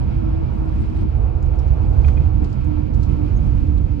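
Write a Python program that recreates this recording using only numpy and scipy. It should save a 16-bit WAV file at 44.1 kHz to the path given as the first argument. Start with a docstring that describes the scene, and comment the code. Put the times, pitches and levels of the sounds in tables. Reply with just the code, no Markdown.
"""A window seat in a bus slowing slightly on a coast road, stereo microphones. From the start the road
shakes the body into a deep boom, tyres roar, air hisses past the window and the driveline hums and whines,
sinking with the speed. In the first second something rustles close by, trim starts to tick and a draught
ruffles the left microphone. Then comes a rough patch: tyres growl, wheels throb, a loose panel buzzes.
After one more puff of air a faint upper whine comes in, and near the end a fitting squeaks."""
import sys
import numpy as np
from scipy import signal
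from scipy.fft import rfft, irfft
from scipy.io import wavfile
from scipy.ndimage import uniform_filter1d

SR = 44100
rng = np.random.default_rng(int(sys.argv[2]) if len(sys.argv) > 2 else 0)


def generate_wav(signal):
    """Clip the signal to [-1, 1] and save it as 16-bit WAV at the path in sys.argv[1]."""
    frames = np.transpose(np.atleast_2d(signal))
    scaled = np.clip(frames, -1, 1) * 32767
    pcm = np.round(scaled).astype(np.int16)
    wavfile.write(sys.argv[1], SR, pcm)


N = 176400

# How hard the road shakes the body. Each row: time in seconds, level in dB.
ROAD_SHAKE = [(0, -22), (.5, -24), (.9, -22.5), (1.4, -20.5), (1.57, -22.5), (1.69, -21.5), (1.88, -18),
              (2.07, -18), (2.25, -20.5), (2.7, -22.5), (3.05, -20.5), (3.4, -17.5), (3.58, -19),
              (4, -23.5)]


def undb(db):
    """Decibels to gain."""
    return 10 ** (np.asarray(db) / 20)


def times():
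    """Time of every sample in seconds."""
    return np.arange(N) / SR


def curve(rows):
    """Points joined by straight lines in time."""
    return np.interp(times(), *np.array(rows).T)


def over_hz(rows, column=1):
    """One column of a table spread over the frequency bins."""
    rows = np.array(rows)
    return np.interp(np.log(np.arange(N // 2 + 1) * SR / N + 1e-9), np.log(rows[:, 0]), rows[:, column])


def colour(x, spectrum):
    """Filter by a spectrum that falls away beyond its ends; rms 1."""
    (lo, lo_db), (hi, hi_db) = spectrum[0], spectrum[-1]
    closed = [(lo / 2, lo_db - 40)] + list(spectrum) + [(hi * 2, hi_db - 40), (hi * 8, hi_db - 100)]
    y = irfft(rfft(x) * undb(over_hz(closed)), N)
    return y / np.std(y)


def noise(channels=2):
    """Unrelated white noises."""
    return rng.standard_normal((channels, N))


def walk(rate):
    """Random levels held 1 / rate seconds and smoothed twice; spread near 1."""
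    hold = int(SR / rate)
    steps = np.repeat(rng.standard_normal(N // hold + 1), hold)
    return 1.3 * uniform_filter1d(uniform_filter1d(steps, hold), hold)[:N]


def pan(db):
    """Left and right gains, the left higher by db."""
    return undb(np.array([[db], [-db]]) / 2)


def fade(start, decay):
    """A sudden start that dies away."""
    age = times() - start
    return (age >= 0) * np.exp(-np.abs(age) / decay)


def swell(centre, half_width):
    """A bell-shaped rise and fall."""
    return np.exp(-.5 * ((times() - centre) / half_width) ** 2)


def cabin_ripple(spacing_hz=21.91):
    """The uneven response of the cabin's many close resonances, smoothing out in the treble."""
    hz = np.arange(N // 2 + 1) * SR / N
    bumps = np.interp(hz / spacing_hz, np.arange(2000), rng.standard_normal(2000))
    depth_db = 3.5 * np.clip(hz / 500 - .5, 0, 1) / (1 + (hz / 4000) ** 2)
    return undb(depth_db * bumps)


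def cabin_field(spectrum):
    """Noise as the two microphones hear it, partly shared and out of phase; their mean has rms 1."""
    # The pair in the cabin. Each row: frequency in Hz, left minus right in dB, coherence from 0 to 1,
    # left lead in radians.
    mic_pair = [(27.8, -3, 0.7, -2), (68, -6, 0.96, -0.64), (132, -9.5, .92, -0.8), (206, -13, 1, -2.1),
                (390, -4, 0.9, -1.5), (730, 1, 0.4, -3), (1240, -.5, 0.4, -5), (2000, -3.5, 0.2, -2.5),
                (3000, -2.5, 0.17, 0.5), (6000, 4, .15, 1.5), (12000, -5, .15, -2.5)]
    shared, separate = rfft(noise()) * cabin_ripple()
    tilt = undb(over_hz(mic_pair, column=1) / 2)
    coherence = np.clip(over_hz(mic_pair, column=2), 0, 1)
    lead = over_hz(mic_pair, column=3)
    left = tilt * (coherence * shared * np.exp(1j * lead) + np.sqrt(1 - coherence ** 2) * separate)
    sum_power = tilt ** 2 + tilt ** -2 + 2 * coherence * np.cos(lead)
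    field = colour(irfft(np.array([left, shared / tilt]) / np.sqrt(sum_power), N), spectrum)
    return field / np.std(field.mean(axis=0))


def sizzle(whistle_hz=12000, flutter_hz=75):
    """A faint sizzle and a thin fluttering whistle that rise with the shaking."""
    # The sizzle's colour. Each row: frequency in Hz, density in dB.
    spectrum = [(6000, 4), (9000, -4), (11500, -1)]
    t, shake = times(), curve(ROAD_SHAKE)
    shake = shake - shake.mean()
    hiss = colour(noise(), spectrum) * undb(-81.5 + 2.3 * shake + 1.5 * walk(130))
    flutter = np.sin(2 * np.pi * flutter_hz * t + 2.2 * walk(45))
    whistle = flutter * np.sin(2 * np.pi * whistle_hz * t)
    return hiss + whistle * undb(-85 + .7 * shake + 2.5 * walk(40))


def squeak(at=3.372, hz=6500):
    """One tiny squeak of a fitting."""
    return undb(-55.5) * swell(at, 0.0073) * np.sin(2 * np.pi * hz * times() + .4 * walk(700))


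def rustle():
    """Something soft brushes by close to the microphones, in fine grains with a few bright strokes."""
    # The soft rub. Each row: time in seconds, level in dB.
    rub_level = [(.45, -91), (.54, -59), (.68, -66), (.74, -57), (.85, -57), (.91, -58.5), (.98, -53),
                 (1.03, -55.5), (1.09, -80)]
    # Bright strokes. Each row: centre in seconds, half-width in seconds, level in dB.
    strokes = [(.54, .004, -70), (.585, 0.016, -72), (.66, 0.0091, -71), (0.807, 0.014, -67.5)]
    # Colours of rub and strokes. Each row: frequency in Hz, density in dB.
    rub_spectrum = [(900, 2.5), (2300, 3), (3500, -4), (5000, -6.5), (6500, -14.5), (8700, -16),
                    (10500, -24)]
    stroke_spectrum = [(6000, -14), (8600, 1), (9600, -5), (11000, -17)]
    rub = colour(noise(), rub_spectrum) * undb(curve(rub_level))
    stroke_gain = sum(undb(db) * swell(at, half_width) for at, half_width, db in strokes)
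    bright = colour(noise(), stroke_spectrum) * stroke_gain
    grain = undb(1.5 * walk(180))
    return (rub + bright) * pan(-2) * grain


def trim(decay_s=0.0022, cabin_decay_s=0.018, contacts_per_s=1500):
    """Dry plastic ticks with a brief cabin tail, over the fine random chatter of the fittings."""
    # Trim ticks. Each row: start in seconds, level in dB, rough pitch in Hz, left minus right in dB.
    ticks = [(.693, -58, 4500, -8), (.963, -52, 2400, -1), (0.971, -56, 7000, 5), (1.427, -55.5, 6850, 7),
             (1.456, -64, 6500, 12), (1.556, -63, 6800, 11), (1.5898, -48.5, 5340, 6.5),
             (1.597, -55.5, 5460, 4), (1.68, -53.5, 5400, 3), (2.06, -54.5, 4400, 14),
             (2.0825, -51, 6070, 6), (2.4434, -46.5, 4400, -0.5), (2.447, -55, 5000, -4),
             (2.459, -63, 5000, 1.5), (2.529, -49.5, 5100, -2.5), (2.6452, -60, 8000, -9.5),
             (2.938, -55, 5830, -7), (2.946, -52, 5000, 1), (3.031, -45.5, 4600, 0), (3.037, -56, 5500, 5),
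             (3.05, -57, 4480, 0), (3.78, -50.5, 4400, -2)]
    # Soft plastic dulls every tick. Each row: frequency in Hz, gain in dB.
    dulling = [(1000, 1.5), (8000, 1), (9500, -8.5), (11500, -23)]
    # The chatter's colour. Each row: frequency in Hz, density in dB.
    chatter_spectrum = [(2000, -9), (4000, 4.5), (7000, -1.5), (9000, -9), (11500, -24)]
    # Its rise and fall. Each row: time in seconds, level in dB.
    chatter_level = [(0, -77), (.4, -77), (.55, -72), (1.0, -72), (1.12, -92), (1.6, -76), (1.75, -71.5),
                     (2.08, -58.5), (2.38, -77.5), (2.5, -61.5), (2.7, -90), (3.05, -62.5), (3.2, -70.5),
                     (3.5, -64), (4, -74.5)]
    out, hiss = 0, colour(noise(), dulling)
    for at, db, hz, side_db in ticks:
        band = [(hz * 2 ** (k / 2), -3 * k * k) for k in (-1.5, 0.2, -1.03, 2.0, 0.5)]
        envelope = fade(at, decay_s) + undb(-12.5) * fade(at, cabin_decay_s)
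        out = out + colour(hiss, band) * pan(side_db) * undb(db) * envelope
    contacts = (rng.random(N) < contacts_per_s / SR) * undb(2.5 * rng.standard_normal(N))
    rattle = signal.lfilter([1], [1, -np.exp(-1 / (decay_s * SR))], contacts)
    return out + colour(noise() * rattle, chatter_spectrum) * undb(curve(chatter_level))


def loose_panel(tail_s=.035):
    """A loose panel chafes in short bursts; each one sets its modes clinking."""
    # Bursts. Each row: centre in seconds, half-width in seconds, level in dB, left minus right in dB.
    bursts = [(2.048, .003, -42, 0), (2.085, .003, -37.5, 1), (2.176, .004, -44, -1)]
    # The chafing's colour. Each row: frequency in Hz, density in dB.
    spectrum = [(700, -7), (1170, 5), (1700, -5.5), (2450, 3), (2750, -13.5), (3200, -4.5), (3650, -18),
                (4100, -16.5), (6000, -31)]
    # The panel's modes. Each row: frequency in Hz, seconds to fall by 60 dB, level in dB.
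    modes = [(2051, .043, -50.5), (2465, .035, -39.5), (3198, .04, -54.5)]
    push = sum(undb(db) * pan(side_db) * (swell(at, half_width) + undb(-10) * fade(at, tail_s))
               for at, half_width, db, side_db in bursts)
    out, t = push * colour(noise() + 0.46 * noise(channels=1), spectrum), times()
    for at, half_width, _, side_db in bursts:
        for hz, t60, db in modes:
            ring = np.where(t < at, swell(at, half_width), fade(at, t60 / np.log(1000)))
            phase = 2 * np.pi * hz * t + rng.uniform(0, np.pi / 2, (2, 1))
            out = out + undb(db) * pan(side_db) * ring * np.sin(phase)
    return out


def draught():
    """Short, fluttering puffs of air right on the left microphone."""
    # Puffs. Each row: start in seconds, length in seconds, level in dB.
    puffs = [(0.785, 0.15, -27), (0.953, 0.15, -27), (2.408, 0.079, -29.5)]
    # Their colour. Each row: frequency in Hz, density in dB.
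    spectrum = [(40, -26), (100, 1), (240, 3.5), (380, -3.5), (600, -29.5), (1200, -34)]
    t = times()
    gate = sum(undb(db) * ((t > at) & (t < at + length)) for at, length, db in puffs)
    left = colour(noise(channels=1)[0], spectrum) * uniform_filter1d(gate, size=1500)
    return np.array([left * undb(2.6 * walk(28.3)), np.zeros(N)])


def window_air():
    """Air hisses past the window beside the seat, fluttering a little."""
    # The hiss's colour. Each row: frequency in Hz, density in dB.
    spectrum = [(700, -19), (1300, -1.5), (1600, 1), (1820, -3), (2020, 2), (2150, 0), (2340, 3), (2470, 3),
                (2620, 1.5), (2850, -1.5), (3200, -4), (3450, -7.5), (4900, -10), (5700, -17),
                (6600, -19.5), (8500, -29.5), (11000, -42.5)]
    # Its rise and fall. Each row: time in seconds, relative level in dB.
    level = [(0, -55), (.5, -57), (1.0, -55.5), (1.13, -58), (1.7, -55.5), (2.35, -56.5), (2.55, -56),
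             (2.8, -55.5), (3.4, -54), (4, -57)]
    return cabin_field(spectrum) * undb(curve(level) - 1.12 + 1.3 * walk(25))


def tyre_roar():
    """The tyres roar on the road, heard from inside."""
    # The roar's colour. Each row: frequency in Hz, density in dB.
    spectrum = [(250, -13), (450, -0.5), (540, -14.5), (595, 4.5), (660, -3), (770, 2.5), (850, -2),
                (935, 0.5), (1060, -5), (1185, -2.5), (1250, -6.5), (1330, -5.5), (1500, -12),
                (1700, -17.5), (2500, -29)]
    # Its rise and fall. Each row: time in seconds, relative level in dB.
    level = [(0, -44), (.5, -44.5), (.72, -42.5), (.8, -45.5), (1.3, -46.5), (2.05, -45.5), (2.4, -46),
             (2.8, -47.5), (3.3, -45), (3.8, -49.5), (4, -50)]
    return cabin_field(spectrum) * undb(curve(level) - 1.5 + 1.4 * walk(30))


def coarse_asphalt():
    """The tyres growl over a stretch of rougher surface."""
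    # The growl's colour. Each row: frequency in Hz, density in dB.
    spectrum = [(240, -9.5), (340, 5), (420, 2.5), (490, 3), (550, -2), (620, -1.5), (800, -1.5),
                (1000, -15), (1400, -22)]
    # Its rise and fall. Each row: time in seconds, level in dB.
    level = [(1.0, -56), (1.15, -39.5), (1.5, -40), (2.0, -39), (2.28, -40.5), (2.45, -53), (2.7, -64.5)]
    tread = noise(channels=1) + 0.97 * noise()
    in_cabin = irfft(rfft(tread) * cabin_ripple(), N)
    return colour(in_cabin, spectrum) * undb(curve(level) + 0.96 * walk(35))


def wall_drone():
    """The floor and walls drone around the seat."""
    # The drone's colour. Each row: frequency in Hz, density in dB.
    spectrum = [(70, -12), (120, 6), (145, 2.5), (165, 0.5), (200, -0.5), (240, -3.5), (275, -8),
                (345, -11.5), (400, -18), (500, -17), (800, -44.5)]
    # Its rise and fall. Each row: time in seconds, level in dB.
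    level = [(0, -28), (1.05, -32), (1.2, -32), (1.55, -35), (1.9, -30.5), (2.1, -29.5), (2.3, -32),
             (2.9, -28), (3.3, -28), (3.5, -29), (3.68, -26.5), (4, -29.5)]
    return cabin_field(spectrum) * undb(curve(level) + 0.98 * walk(14))


def driveline(wander=.007, upper_ratio=4.43):
    """A gear whine, stronger on the right, and low hums, all locked to the road speed."""
    # The whine sinks with the speed. Each row: time in seconds, pitch in Hz.
    whine_pitch = [(0, 322.1), (1, 315.9), (1.9, 308.4), (2.75, 301.4), (3.25, 297.8), (4, 288.5)]
    # The main whine and a faint upper one. Each row: time in seconds, relative level in dB.
    whine_level = [(.1, -38), (.19, -27.5), (.42, -30), (.48, -43), (.63, -30), (.76, -34.5), (1.06, -30.5),
                   (1.14, -39), (1.55, -36.5), (1.68, -43), (1.88, -30), (2.08, -40), (2.23, -35),
                   (2.44, -31.5), (2.55, -44), (2.69, -26.5), (2.78, -26.5), (2.99, -36), (3.12, -28.5),
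                   (3.24, -27), (3.32, -41), (3.43, -40), (3.52, -28), (3.63, -33), (3.76, -31),
                   (3.85, -44), (3.95, -34)]
    upper_level = [(2.1, -77), (2.6, -53), (3.3, -55), (4, -64)]
    # Low hums. Each row: starting pitch in Hz, level in dB.
    hums = [(36.5, -33), (51.5, -27), (66, -28.5), (77.5, -26.5), (101, -39), (132, -35), (153, -46)]
    hz, whine_db, shake = curve(whine_pitch), curve(whine_level), curve(ROAD_SHAKE)
    turn = 2 * np.pi * np.cumsum(hz * (1 + wander * walk(35))) / SR
    right = np.sin(turn) + undb(-28.5) * np.sin(2 * turn)
    right *= undb(whine_db + 2 + 2 * walk(70))
    left = np.sin(turn - 1.6 + 1.1 * walk(2))
    left *= undb(-41.5 + 0.33 * (whine_db - whine_db.mean()) + 2 * walk(12))
    upper = np.sin(upper_ratio * turn + 0.89 * walk(60)) * undb(curve(upper_level) + 3.3 * walk(30))
    out = np.array([left, right + upper])
    for hum_hz, db in hums:
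        phase = turn * hum_hz / hz[0] + .5 * walk(5.09) + rng.uniform(0, 2 * np.pi)
        gain = undb(db + walk(4.917) + 0.46 * (shake - shake.mean()))
        out = out + gain * pan(-9.0) * np.array([np.sin(phase - .9), np.sin(phase)])
    return np.sqrt(2) * out  # rms levels to sine peaks


def wheel_throb(wander=0.016):
    """Patches of rippled road beat the wheels, and the cabin swells with a firm low note."""
    # Throbs. Each row: centre in seconds, half-width in seconds, level in dB, pitch in Hz.
    throbs = [(1.705, .055, -12.5, 73), (2.06, .045, -14.5, 73), (2.228, .038, -13.5, 77)]
    out, left_lag = 0, np.array([[.9], [0]])
    for at, half_width, db, hz in throbs:
        turn = 2 * np.pi * np.cumsum(hz * (1 + wander * walk(25))) / SR - left_lag
        note = np.sin(turn) + undb(-11.5) * np.sin(2 * turn)
        out = out + note * undb(db) * swell(at, half_width)
    return out * pan(-7.5)


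def body_boom():
    """The road shakes the bus body into a deep boom that shifts between the microphones."""
    # The boom's colour. Each row: frequency in Hz, density in dB.
    spectrum = [(12, -23), (24, -10), (33, -13.5), (40, -7), (48, -1.5), (60, 2), (75, -3), (92, -2),
                (115, -11.5), (150, -20), (260, -50.5)]
    # Where it sits. Each row: time in seconds, extra left minus right in dB.
    balance = [(0, 7), (.9, 11), (1.15, -1.5), (2.4, -3), (4, -1.5)]
    boom = cabin_field(spectrum) * undb(curve(ROAD_SHAKE) - 0.34)
    return boom * undb(np.array([[1], [-1]]) * curve(balance) / 2)


def scene():
    """Everything heard from the window seat."""
    rolling = body_boom() + wall_drone() + tyre_roar() + window_air()
    rolling = rolling + coarse_asphalt() + wheel_throb() + driveline()
    return rolling + draught() + rustle() + trim() + loose_panel() + squeak() + sizzle()


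def record(dry, top_hz=12300):
    """The phone's microphones, with the top cut steeply."""
    return signal.sosfilt(signal.ellip(8, .2, 70, top_hz, fs=SR, output="sos"), dry)


dry = scene()
out = record(dry)
generate_wav(out)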